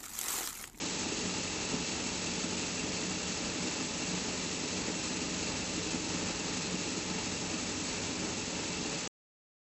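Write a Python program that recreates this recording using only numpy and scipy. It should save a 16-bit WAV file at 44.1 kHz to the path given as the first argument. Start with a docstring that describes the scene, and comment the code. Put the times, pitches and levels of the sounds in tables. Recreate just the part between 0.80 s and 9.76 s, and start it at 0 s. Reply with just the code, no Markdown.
"""A weaving hall: close by, a needle loom weaves narrow tapes at about 23 picks a second.
In every pick the reed, needles and heddles collide in a fixed order, exciting resonances of steel
and frame, while the drive forces the frame to vibrate and the yarn hisses with friction.
Far looms merge into a roar, and a slightly faster neighbour beats against this loom.
Dull thumps come now and then, and at last the sound stops dead."""
import sys
import numpy as np
from scipy import signal
from scipy.fft import rfft, irfft, next_fast_len
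from scipy.io import wavfile
from scipy.ndimage import map_coordinates

SR = 44100
rng = np.random.default_rng(int(sys.argv[2]) if len(sys.argv) > 2 else 0)


def wav_out(sig):
    """Save sig, one row per channel (or a flat mono array), as 16-bit PCM at SR to the path in sys.argv[1]."""
    wavfile.write(sys.argv[1], SR, np.round(np.clip(np.atleast_2d(sig).T, -1, 1) * 32767).astype(np.int16))


N = 395136
TIME = np.arange(N) / SR
PICK_HZ = 22.758  # one turn of the drive makes two picks

# contacts within one turn: (time [s], clash level [dB], steel ring level [dB], knock level [dB])
CONTACTS = [(.0085, -7, -3.5, -10), (0.01, 0, 1, -1.5), (0.018, -2, -11.5, -8.5), (0.0204, -3, 1.5, -9),
            (.0280, -6.5, -5.5, -4), (0.036, 0.5, -6.5, -1.5), (.0430, -3, -8, -7.5), (0.0521, -4, -8.5, 2),
            (.0565, -11.5, 6, -3.5), (.0610, -5, -4.5, -9.5), (.0690, -7, -4, -5), (.0770, -5, -10.5, -6),
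            (0.0836, -2, -7, -0.5)]
# normal modes of the cast frame: (frequency [Hz], bandwidth [Hz], level [dB])
FRAME_MODES = [(170, 22, -1.5), (249, 34.3, 0), (314.5, 23, 3), (428.7, 45, -2.5), (476, 36, -8),
               (575, 99, -13), (783, 46, -11), (869, 39, -10), (1020, 37, -12), (1308, 79, -14)]
# heavy thumps: (time [s], force level [dB], swell of the drone [dB])
THUMPS = [(.261, -7, -6), (.426, -7, 1.5), (0.936, 0.5, 1), (1.639, -5, 3.5), (2.032, -4, -1.5),
          (2.305, -6, 7), (2.834, -7, 2), (3.332, -5.5, 8), (4.011, -7.5, 6.5), (4.973, -2, -1),
          (5.140, -4.5, 1.5), (5.342, -3.5, 6), (5.937, -7, 7), (6.172, -2.5, -4), (6.304, -7.5, 8.5),
          (8.003, -4.5, 4.5)]


def amp(db):
    """Amplitude ratio of a level in decibels."""
    return 10 ** (np.asarray(db) / 20)


def unit(x):
    """Normalisation to an rms of 1."""
    return x / np.sqrt(np.mean(x ** 2) + 1e-20)


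def wobble(rate_hz):
    """Smooth random fluctuation: a spline through rate_hz random values a second."""
    return map_coordinates(rng.standard_normal(int(N * rate_hz / SR) + 4), [TIME * rate_hz])


def filtered(x, response):
    """Linear filtering: the spectrum of x is multiplied by a frequency response."""
    size = next_fast_len(N + SR // 2)
    return irfft(rfft(x, size) * response(np.fft.rfftfreq(size, 1 / SR)), size)[:N]


def coloured(x, spectrum):
    """Spectral shaping by an envelope of (frequency [Hz], level [dB]) points, at rms 1."""
    hz, db = np.transpose(spectrum)
    return unit(filtered(x, lambda f: amp(np.interp(np.log(f + 1), np.log(hz), db))))


def resonate(x, modes):
    """Modal superposition: x drives damped resonators of alternating polarity, summed at rms 1."""
    def response(f):
        return sum((-1) ** k * amp(db) * 1j * f * width / (hz * hz - f * f + 1j * f * width)
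                   for k, (hz, width, db) in enumerate(modes))
    return unit(filtered(x, response))


def hum(orders, rate_hz, drift_picks, waver_db):
    """Forced vibration: partials at multiples of a pick rate, as speed and load wander a little."""
    picks = rate_hz * TIME + drift_picks * wobble(0.94)
    return sum(np.sqrt(2) * amp(db + waver_db * wobble(2))
               * np.sin(2 * np.pi * (order * picks + rng.random())) for order, db in orders)


def hall(neighbour_hz=23.44):
    """Incoherent summation blurs far looms into a roar; the nearest keeps its own partials."""
    # spectrum of the far looms: (frequency [Hz], relative spectral density [dB])
    roar_spectrum = [(20, -39), (36, -11), (52, -10.5), (60, -11), (100, -7), (145, -11), (175, -5),
                     (300, -5), (345, -9), (600, -9.5), (690, -16), (850, -10.5), (1100, -18.5),
                     (2500, -18.5), (5000, -59.5)]
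    # partials of the neighbouring loom: (frequency [multiples of its pick rate], rms level [dB])
    neighbour_orders = [(3, -61.5), (4, -59), (6, -65), (8, -58.5), (12, -62)]
    roar = coloured(rng.standard_normal(N) * amp(1.1 * wobble(14)), roar_spectrum)
    return amp(-43.5) * roar + hum(neighbour_orders, neighbour_hz, drift_picks=0.0057, waver_db=3.5)


def drive(drone_db=-50.5, swell_s=0.09, throb_hz=0.98, crest_s=0.56):
    """Periodic forcing shakes the frame; its eighth order throbs, and swells or sinks at thumps."""
    # partials of the frame: (frequency [multiples of the pick rate], rms level [dB])
    frame_orders = [(3, -72.5), (4, -69.5), (5, -64), (6, -62.5), (7, -58), (10, -56.5), (11, -57),
                    (11.5, -59), (12, -61.5), (12.5, -62), (13.5, -59), (14, -57), (15, -65.5), (17, -62),
                    (18, -59.5), (18.5, -62), (19, -59), (19.5, -61), (21, -64.5), (23, -63), (24.5, -63.5),
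                    (27, -68.5), (28, -63), (38, -64)]
    swell_db = sum(db * np.exp(-((TIME - at) / swell_s) ** 2) for at, _, db in THUMPS)
    throb_db = 2.2 * np.cos(2 * np.pi * throb_hz * (TIME - crest_s))
    eighth_order = np.sqrt(2) * np.sin(2 * np.pi * 8 * PICK_HZ * TIME)
    drone = amp(drone_db + swell_db + throb_db) * eighth_order
    return drone + hum(frame_orders, PICK_HZ, drift_picks=0.0037, waver_db=0.9)


def blows(contact_db, scatter_db, jitter_s):
    """Impulsive excitation: one impulse per contact per turn, sized by the weave and by chance."""
    # the weave's cycle of eight picks, each lifting other heddle frames: (force level [dB])
    weave_cycle = [0.53, 0.54, 0.36, -0.76, 0.78, -0.53, -1.3, -0.19]
    turns = np.arange(int(N / SR * PICK_HZ / 2) + 1)[:, None]
    due_s = turns * 2 / PICK_HZ + np.transpose(CONTACTS)[0]
    weave_db = np.take(weave_cycle, (due_s * PICK_HZ).astype(int), mode="wrap")
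    force = amp(contact_db + weave_db + scatter_db * rng.standard_normal(due_s.shape))
    onset_s = np.abs(due_s + jitter_s * rng.standard_normal(due_s.shape))
    return np.bincount((onset_s * SR).astype(int).ravel(), force.ravel(), N)[:N]


def rattle(hits, t60_s, grain_db):
    """Energy addition: each blow sets off an exponentially dying shower of tiny, uneven contacts."""
    decay = amp(-60 * TIME[:SR // 4] / t60_s)
    energy = signal.fftconvolve(hits ** 2, decay ** 2)[:N]
    return np.sqrt(np.abs(energy)) * amp(grain_db * wobble(2500)) * rng.standard_normal(N)


def yarn_hiss():
    """Friction noise: the warp rubs through its eyes."""
    # spectrum of the rubbing yarn: (frequency [Hz], relative spectral density [dB])
    yarn_spectrum = [(500, -30), (1000, -6.5), (2000, -3.5), (3500, 1), (4300, 0), (5700, -1), (6500, 2.5),
                     (8000, -7.5)]
    return coloured(rng.standard_normal(N) * amp(1.5 * wobble(900)), yarn_spectrum)


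def clatter():
    """Impact noise: reed and heddles clash and the needle steel rings, over the hiss of the yarn."""
    # spectrum of reed and heddles: (frequency [Hz], relative spectral density [dB])
    clash_spectrum = [(500, -33), (900, -6.5), (1100, -9.5), (1220, -1), (1480, -12.5), (1750, -3),
                      (2200, -5), (2650, -6.5), (3050, -6.5), (3700, -7), (4300, -3), (5900, -3.5),
                      (6600, 0), (8000, -2)]
    # normal modes of the needle steel: (frequency [Hz], bandwidth [Hz], level [dB])
    steel_modes = [(2308, 90, -5.5), (2608, 130, -0.5), (2766, 110, 0), (4085, 200, -5.5), (4555, 220, -6),
                   (5370, 360, -8), (6260, 160, -6.5), (6590, 200, -7.5), (7140, 190, -5),
                   (7790, 170, -4.5)]
    _, clash_db, ring_db, _ = np.transpose(CONTACTS)
    clash_hits = blows(clash_db, scatter_db=0.2, jitter_s=0.0006)
    clash = coloured(rattle(clash_hits, t60_s=0.2, grain_db=1.4), clash_spectrum)
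    needle_hits = blows(ring_db, scatter_db=0.4, jitter_s=0.00063)
    ring = resonate(rattle(needle_hits, t60_s=0.22, grain_db=0.1), steel_modes)
    hiss = yarn_hiss()
    tension = amp(0.23 * wobble(9))  # the warp pulls a little unevenly
    return tension * (amp(0.5) * clash + amp(-6.0) * ring + amp(-3.5) * hiss)


def knocks(swell=0.76, swell_s=0.03):
    """Impacts excite the frame's modes, harder around each thump; loose parts chatter after them."""
    knock_db = np.transpose(CONTACTS)[3]
    load = 1 + swell * sum(amp(db) * np.exp(-np.abs(TIME - at) / swell_s) for at, db, _ in THUMPS)
    hits = load * blows(knock_db, scatter_db=2.5, jitter_s=0.0009)
    chatter = rattle(hits, t60_s=0.081, grain_db=1.5)
    return amp(-7.0) * resonate(hits, FRAME_MODES) + amp(-7.5) * resonate(chatter, FRAME_MODES)


def thumps(contact_s=0.0036):
    """Contact time limits bandwidth: heavy, soft blows excite mainly the frame's low modes."""
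    force = sum(amp(db) * np.sin(np.pi * np.clip((TIME - at) / contact_s, 0, 1)) ** 2
                for at, db, _ in THUMPS)
    return amp(-53.3) * resonate(force, FRAME_MODES)


def scene():
    """Linear superposition: the near loom's sounds add to those of the hall, in one channel."""
    clatter_db = -37.5 - 0.1516 * TIME  # the clatter eases very slightly
    return (amp(-40) * knocks() + amp(clatter_db) * clatter() + drive() + thumps() + hall())[None]


def record(dry, stop_s=8.277, cutoff_hz=7980):
    """Gating and band limiting: the sound stops dead, and a steep low-pass removes the top treble."""
    gated = dry[0] * (TIME < stop_s)
    return filtered(gated, lambda hz: 1 / np.sqrt(1 + (hz / cutoff_hz) ** 600))[None]


dry = scene()
out = record(dry)
wav_out(out)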